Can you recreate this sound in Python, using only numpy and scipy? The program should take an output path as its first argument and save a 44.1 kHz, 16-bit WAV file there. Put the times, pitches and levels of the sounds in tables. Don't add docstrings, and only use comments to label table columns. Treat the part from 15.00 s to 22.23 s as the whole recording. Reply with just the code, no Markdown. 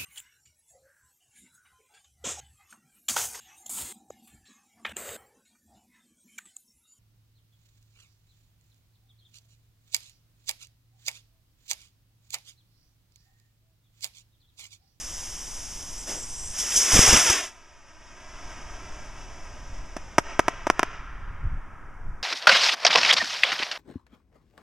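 import sys
import numpy as np
from scipy import signal
from scipy.fft import rfft, irfft
from scipy.io import wavfile

SR = 44100
rng = np.random.default_rng(int(sys.argv[2]) if len(sys.argv) > 2 else 0)


def bounce(signal):
    frames = np.transpose(np.atleast_2d(signal))
    limited = np.clip(frames, -1, 1)
    pcm = np.round(limited * 32767).astype(np.int16)
    wavfile.write(sys.argv[1], SR, pcm)


N = 318745
TIME = np.arange(N) / SR
FREQS = np.maximum(np.arange(N // 2 + 1) * SR / N, 1)
OVERHEAD_LAG_MS = 3.06


def from_db(db):
    return 10 ** (np.asarray(db) / 20)


def rms_one(x):
    return x / np.sqrt(np.mean(x ** 2) + 1e-20)


def noise(spectrum):
    hz, db = np.transpose(spectrum)
    shape = from_db(np.interp(np.log(FREQS), np.log(hz), db))
    return rms_one(irfft(rfft(rng.standard_normal(N)) * shape, N))


def flutter(rate, depth_db):
    slow = irfft(rfft(rng.standard_normal(N)) / (1 + (FREQS / rate) ** 2), N)
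    return from_db(depth_db * rms_one(slow))


def soften(x, hz, order=1):
    return signal.sosfilt(signal.butter(order, min(hz, .45 * SR), fs=SR, output="sos"), x)


def resonate(x, hz, width_hz):
    return signal.lfilter(*signal.iirpeak(hz, hz / width_hz, fs=SR), x)


def ground_echo(x, lag_ms, grass_hz):
    return soften(np.interp(TIME - lag_ms / 1000, TIME, x, left=0), grass_hz)


def burn(start, end, sag_db, fade_db):
    outside = np.maximum(start - TIME, 0) + np.maximum(TIME - end, 0)
    sag = sag_db * np.maximum(TIME - start, 0)
    return from_db(-sag - np.minimum(fade_db * outside, 200))


def levels(rows, fade_db=400):
    s, *columns = np.transpose(rows)
    inside = burn(s[0], s[-1], 0, fade_db)
    return [from_db(np.interp(TIME, s, column)) * inside for column in columns]


def humps(rows):
    return sum(from_db(db) * np.exp(-np.minimum(((TIME - s) / length) ** 2, 40)) for s, db, length in rows)


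def swell(s, length):
    age = np.clip((TIME - s) / length, 0, 40)
    return 2 * age * np.exp(1 - 2 * age)


LULL_START_S, LULL_END_S, LULL_SINK_S, LULL_RETURN_S = 2.1, 2.85, 0.57, 0.65


def lull(depth_db):
    sinking = 1 + (TIME - LULL_START_S) / LULL_SINK_S
    returning = 1 - (TIME - LULL_END_S) / LULL_RETURN_S
    return from_db(-depth_db * np.clip(np.minimum(sinking, returning), 0, 1))


# (frequency [Hz], relative level [dB per Hz])
FIELD = [(40, -16), (150, 10.5), (300, 9), (480, 3.5), (1000, 9), (1600, -10), (2400, -33), (3500, -18.5),
         (6000, -29), (12000, -34), (15000, -45.5)]
HUSH_DB = -53.5


def field():
    return from_db(HUSH_DB) * lull(depth_db=19) * noise(FIELD)


# (frequency [Hz], relative level [dB per Hz])
WIND = [(10, 6.5), (28, 2.5), (60, -6), (120, -13), (220, -30), (500, -50.5), (2000, -84), (15000, -125)]
# (time of the peak [s], level [dB], half-length [s])
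GUSTS = [(1.48, -39, 0.035), (3.48, -49, 0.052), (4.73, -38, .09), (6.27, -38, .14), (6.455, -18.5, 0.027),
         (6.54, -23, .035), (7.08, -31, .05)]
BREEZE_DB = -41


def wind(own_db=-14, own_hz=65, own_width_hz=150):
    rumble = (from_db(BREEZE_DB) + humps(GUSTS)) * lull(depth_db=14) * noise(WIND)
    eddies = rms_one(resonate(noise(WIND), own_hz, own_width_hz))
    eddies *= from_db(BREEZE_DB + own_db) * lull(depth_db=7.5)
    return rumble + eddies * np.array([[1], [-1]])


# (frequency [Hz], relative level [dB], time to fade by 60 dB [s])
WOODS = [(200, -14.5, 1.73), (470, 11, 0.8), (870, 3, 0.6), (1380, 6, 14.8), (2260, 7, 4.7),
         (3620, 12.5, 2.5), (6100, 9, 1.64), (12000, -10, 0.43)]


def woods(x, level_db=-21.0, tree_db=8, tree_s=0.13, tree_spread_s=0.058):
    hz, db, t60 = np.transpose(WOODS)
    age = TIME[:N // 2]
    edges = np.geomspace(140, 14000, 14)
    wash = 0
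    for low, high in zip(edges, edges[1:]):
        band_pass = signal.butter(2, [low, high], "band", fs=SR, output="sos")
        band = signal.sosfilt(band_pass, rng.standard_normal(len(age)))
        centre = np.log(low * high) / 2
        fall_db = 60 * age / np.interp(centre, np.log(hz), t60)
        wash = wash + band * from_db(np.interp(centre, np.log(hz), db) - fall_db)
    near_trees = from_db(tree_db * np.exp(-((age - tree_s) / tree_spread_s) ** 2))
    wash *= np.clip(age / 0.07, 0, 1) ** 2 * near_trees
    return from_db(level_db) * signal.fftconvolve(x, wash / np.linalg.norm(wash))[:N]


# (frequency [Hz], relative level [dB per Hz])
FAR_JET = [(80, -2), (300, -6), (700, -1.5), (1300, -0.5), (2400, -3), (3400, -7), (5600, -15.5),
           (7500, -24.5), (10000, -33), (15000, -48)]
COAST_START_S, COAST_END_S, COAST_DB, COAST_SAG_DB_PER_S = 2.5, 5.75, -41.5, 3.5


def coast(echo_db=-5):
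    strength = burn(COAST_START_S, COAST_END_S, sag_db=COAST_SAG_DB_PER_S, fade_db=48)
    strength = from_db(COAST_DB) * strength * lull(depth_db=13.0)
    jet = strength * noise(FAR_JET) * flutter(15.2, depth_db=0.67)
    lag_ms = OVERHEAD_LAG_MS * flutter(.7, depth_db=0.22)
    return jet + from_db(echo_db) * ground_echo(jet, lag_ms, grass_hz=2630)


# (time [s], peak level of the direct blast [dB], pitch [Hz], first treble limit [Hz],
# ground echo lag [ms], echo level before the grass dulls it [dB], ragged tail level against the blast [dB])
POPS = [(4.9654, -21.5, 666, 504, 3.1, 3, 0), (5.1828, 6, 830, 5030, 3.1, 0, -7.5),
        (5.3934, 1.5, 740, 4160, 3.06, 1.5, -7.5), (5.4823, -2, 830, 3550, 3.03, 0.5, -11),
        (5.6689, -7.5, 676, 1480, 3.18, 0.5, -10.5), (5.7007, 3.5, 960, 3400, 2.8, -4, -14.5),
        (5.7942, -1, 1096, 4300, 2.84, -0.5, -13), (5.8310, -1.5, 1060, 2970, 3.01, -2, -14.5)]


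def pops(damping=1.0, shock=0.22, thud=0.68, thud_hz=260, tail_s=0.0066, tail_hz=2200, low_cut_hz=170):
    out, age = np.zeros(N), TIME[:SR // 20]
    for s, db, hz, edge_hz, lag_ms, echo_db, tail_db in POPS:
        start = round(s * SR)
        click = np.full(N, 1e-18)
        click[start] = -1
        swing = resonate(click, hz, damping * hz) + thud * resonate(click, thud_hz, 2 * thud_hz)
        front = shock * resonate(click, 10900, 4600)
        blast = soften(soften(swing + front, edge_hz), 4100)
        blast -= soften(blast, low_cut_hz)
        blast *= from_db(db) / np.abs(blast).max()
        out += blast + from_db(echo_db) * ground_echo(blast, lag_ms, grass_hz=3600)
        scatter = soften(rng.standard_normal(len(age)) * np.exp(-age / tail_s), tail_hz, order=2)
        scatter *= np.linalg.norm(blast) / np.linalg.norm(scatter)
        out[start:start + len(age)] += from_db(tail_db) * scatter
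    return out


def ignition(s=1.064, length=0.076, level_db=-40, spit_db=-41, rush_db=-40, hz=550, width_hz=900):
    puff = rms_one(soften(resonate(noise(ROAR), hz, width_hz), 580, order=2))
    flare = from_db(level_db) * puff + from_db(spit_db) * noise(HISS) + from_db(rush_db) * noise(ROAR)
    return swell(s, length) * flare


# (frequency [Hz], width before broadening [Hz], relative level [dB])
SIZZLE_MODES = [(5920, 310, -6.5), (7600, 680, -5), (8600, 380, -5.5)]
# (time of the peak [s], relative level [dB], half-length [s])
SIZZLES = [(1.0, -48, 0.038), (1.21, -43, 0.063), (1.43, -42, 0.13)]


def sizzle(level_db=-5, broadening=1.3):
    gas = rng.standard_normal(N) * flutter(250, depth_db=1.0)
    song = 0
    for hz, width, db in SIZZLE_MODES:
        ringing = resonate(resonate(gas, hz, broadening * width), hz, broadening * width)
        song = song + from_db(db) * ringing * flutter(18, depth_db=1.5)
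    return from_db(level_db) * humps(SIZZLES) * rms_one(song)


# (frequency [Hz], relative level [dB per Hz])
THUMP = [(20, -1.5), (70, -6), (150, -13), (400, -18.5), (1200, -26), (4000, -54.5)]
# (start time [s], thump level [dB], spit level [dB], length [s])
CHUFFS = [(1.579, -50.5, -33, .04), (1.757, -36.5, -24.5, .024), (1.931, -20.5, -36, 0.048),
          (1.991, -9, -25.5, 0.0028), (2.077, -18.5, -23.5, 0.012), (2.126, -14.5, -23.5, 0.015),
          (2.171, -24, -22, 0.0036), (2.299, -22.5, -22, 0.0059)]


def chuffs():
    thump, spit = noise(THUMP), noise(HISS)
    out = 0
    for s, thump_db, spit_db, length in CHUFFS:
        out = out + swell(s, length) * (from_db(thump_db) * thump + from_db(spit_db) * spit)
    return out


# (frequency [Hz], relative level [dB per Hz])
ROAR = [(60, -11), (200, -6.5), (500, -3.5), (1000, -1.5), (2000, 1), (3500, 1.5), (6000, -13),
        (15000, -41)]
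# (frequency [Hz], relative level [dB per Hz])
HISS = [(500, -15), (1500, -51), (3000, -1.5), (5000, -1.5), (6100, -1.5), (7000, -5.5), (9000, -7.5),
        (12000, -16), (15000, -27.5)]
# (time [s], relative level of the low roar [dB], relative level of the nozzle hiss [dB])
THRUST = [(1.5, -56, -47.5), (1.582, -39.5, -34.5), (1.7, -34.5, -29.5), (1.78, -33.5, -20),
          (1.88, -29, -24.5), (1.95, -22.5, -16), (2.166, -16.5, -19), (2.232, -26.5, -21.5),
          (2.308, -21, -21.5), (2.462, -38, -40), (2.52, -54.5, -59)]
LEAVE_S = [1.58, 1.79, 2.05]
CLIMB_S = .232
SMOULDER_ROAR_DB, SMOULDER_HISS_DB, SMOULDER_SAG_DB_PER_S, SMOULDER_END_S = -45.5, -37.5, 3.5, 2


def launch(roar_db=-1, hiss_db=-7.5, echo_db=-2, catch_s=0.092):
    smoulder = burn(0, SMOULDER_END_S, sag_db=SMOULDER_SAG_DB_PER_S, fade_db=127)
    roar, hiss = levels(THRUST, fade_db=124)
    roar = np.hypot(roar, from_db(SMOULDER_ROAR_DB) * smoulder)
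    hiss = np.hypot(hiss, from_db(SMOULDER_HISS_DB) * smoulder)
    out, total = 0, 0
    for leave in LEAVE_S:
        height = (np.maximum(TIME - leave, 0) / CLIMB_S) ** 2
        distance = np.hypot(1, height)
        steepness = height / distance
        caught = np.clip((TIME - leave) / catch_s + 1, 0, 1)
        share = (.1 + caught) / distance
        jet = from_db(roar_db) * roar * noise(ROAR) * flutter(60, depth_db=1.0)
        jet += from_db(hiss_db) * hiss * noise(HISS) * flutter(70, depth_db=1.0)
        echo = ground_echo(jet, OVERHEAD_LAG_MS * steepness, grass_hz=4003)
        jet += from_db(echo_db) * steepness * echo
        out, total = out + share * jet, total + share ** 2
    return out / np.sqrt(total)


def two_ports(x, apart_hz, lag_us=20):
    lag = lag_us / 1e6 / (1 + (apart_hz / FREQS) ** 6)
    return np.array([irfft(rfft(x) * np.exp(-2j * np.pi * FREQS * lag), N), x])


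def spread(x, unlike_hz, unlike_db):
    smear = rng.standard_normal(SR // 25)
    smear /= np.linalg.norm(smear)
    width = from_db(unlike_db) + (FREQS / unlike_hz) ** 3
    return irfft(rfft(x) * rfft(smear, N) * width, N) * np.array([[1], [-1]])


def scene():
    pad = launch() + ignition() + sizzle() + chuffs()
    charges = pops()
    around = coast() + woods(charges) + field()
    width = spread(pad, unlike_hz=16000, unlike_db=-39)
    width += spread(around, unlike_hz=14000, unlike_db=-26.5)
    width += spread(charges, unlike_hz=26000, unlike_db=-28)
    return two_ports(pad, apart_hz=3925) + two_ports(charges + around, apart_hz=200) + width + wind()


def limiter(x, release_db_per_s=70, attack_hz=25):
    over_db = np.maximum(20 * np.log10(np.abs(x).max(axis=0) + 1e-9), 0)
    release_db = release_db_per_s * TIME
    held_db = np.maximum.accumulate(over_db + release_db) - release_db
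    return np.clip(x * from_db(-soften(held_db, attack_hz)), -1, 1)


NOTCH_HZ, HOUSING_HZ, HOUSING_Q = 4228, 5592, 4.4
CUTOFF_HZ = 15300


def record(dry, rim=1.1, rim_width_hz=650, null_width_hz=260):
    notch, ring = 2 * np.pi * NOTCH_HZ / SR, 2 * np.pi * HOUSING_HZ / SR
    r = np.exp(-ring / (2 * HOUSING_Q))
    b = np.array([1, -2 * np.cos(notch), 1])
    a = np.array([1, -2 * r * np.cos(ring), r * r])
    coloured = signal.lfilter(b * a.sum() / b.sum(), a, dry)
    coloured = coloured + rim * resonate(coloured, NOTCH_HZ, rim_width_hz)
    coloured = coloured - resonate(coloured, NOTCH_HZ, null_width_hz)
    top_cut = signal.ellip(10, .1, 80, CUTOFF_HZ, fs=SR, output="sos")
    return signal.sosfilt(top_cut, limiter(coloured))


dry = scene()
out = record(dry)
bounce(out)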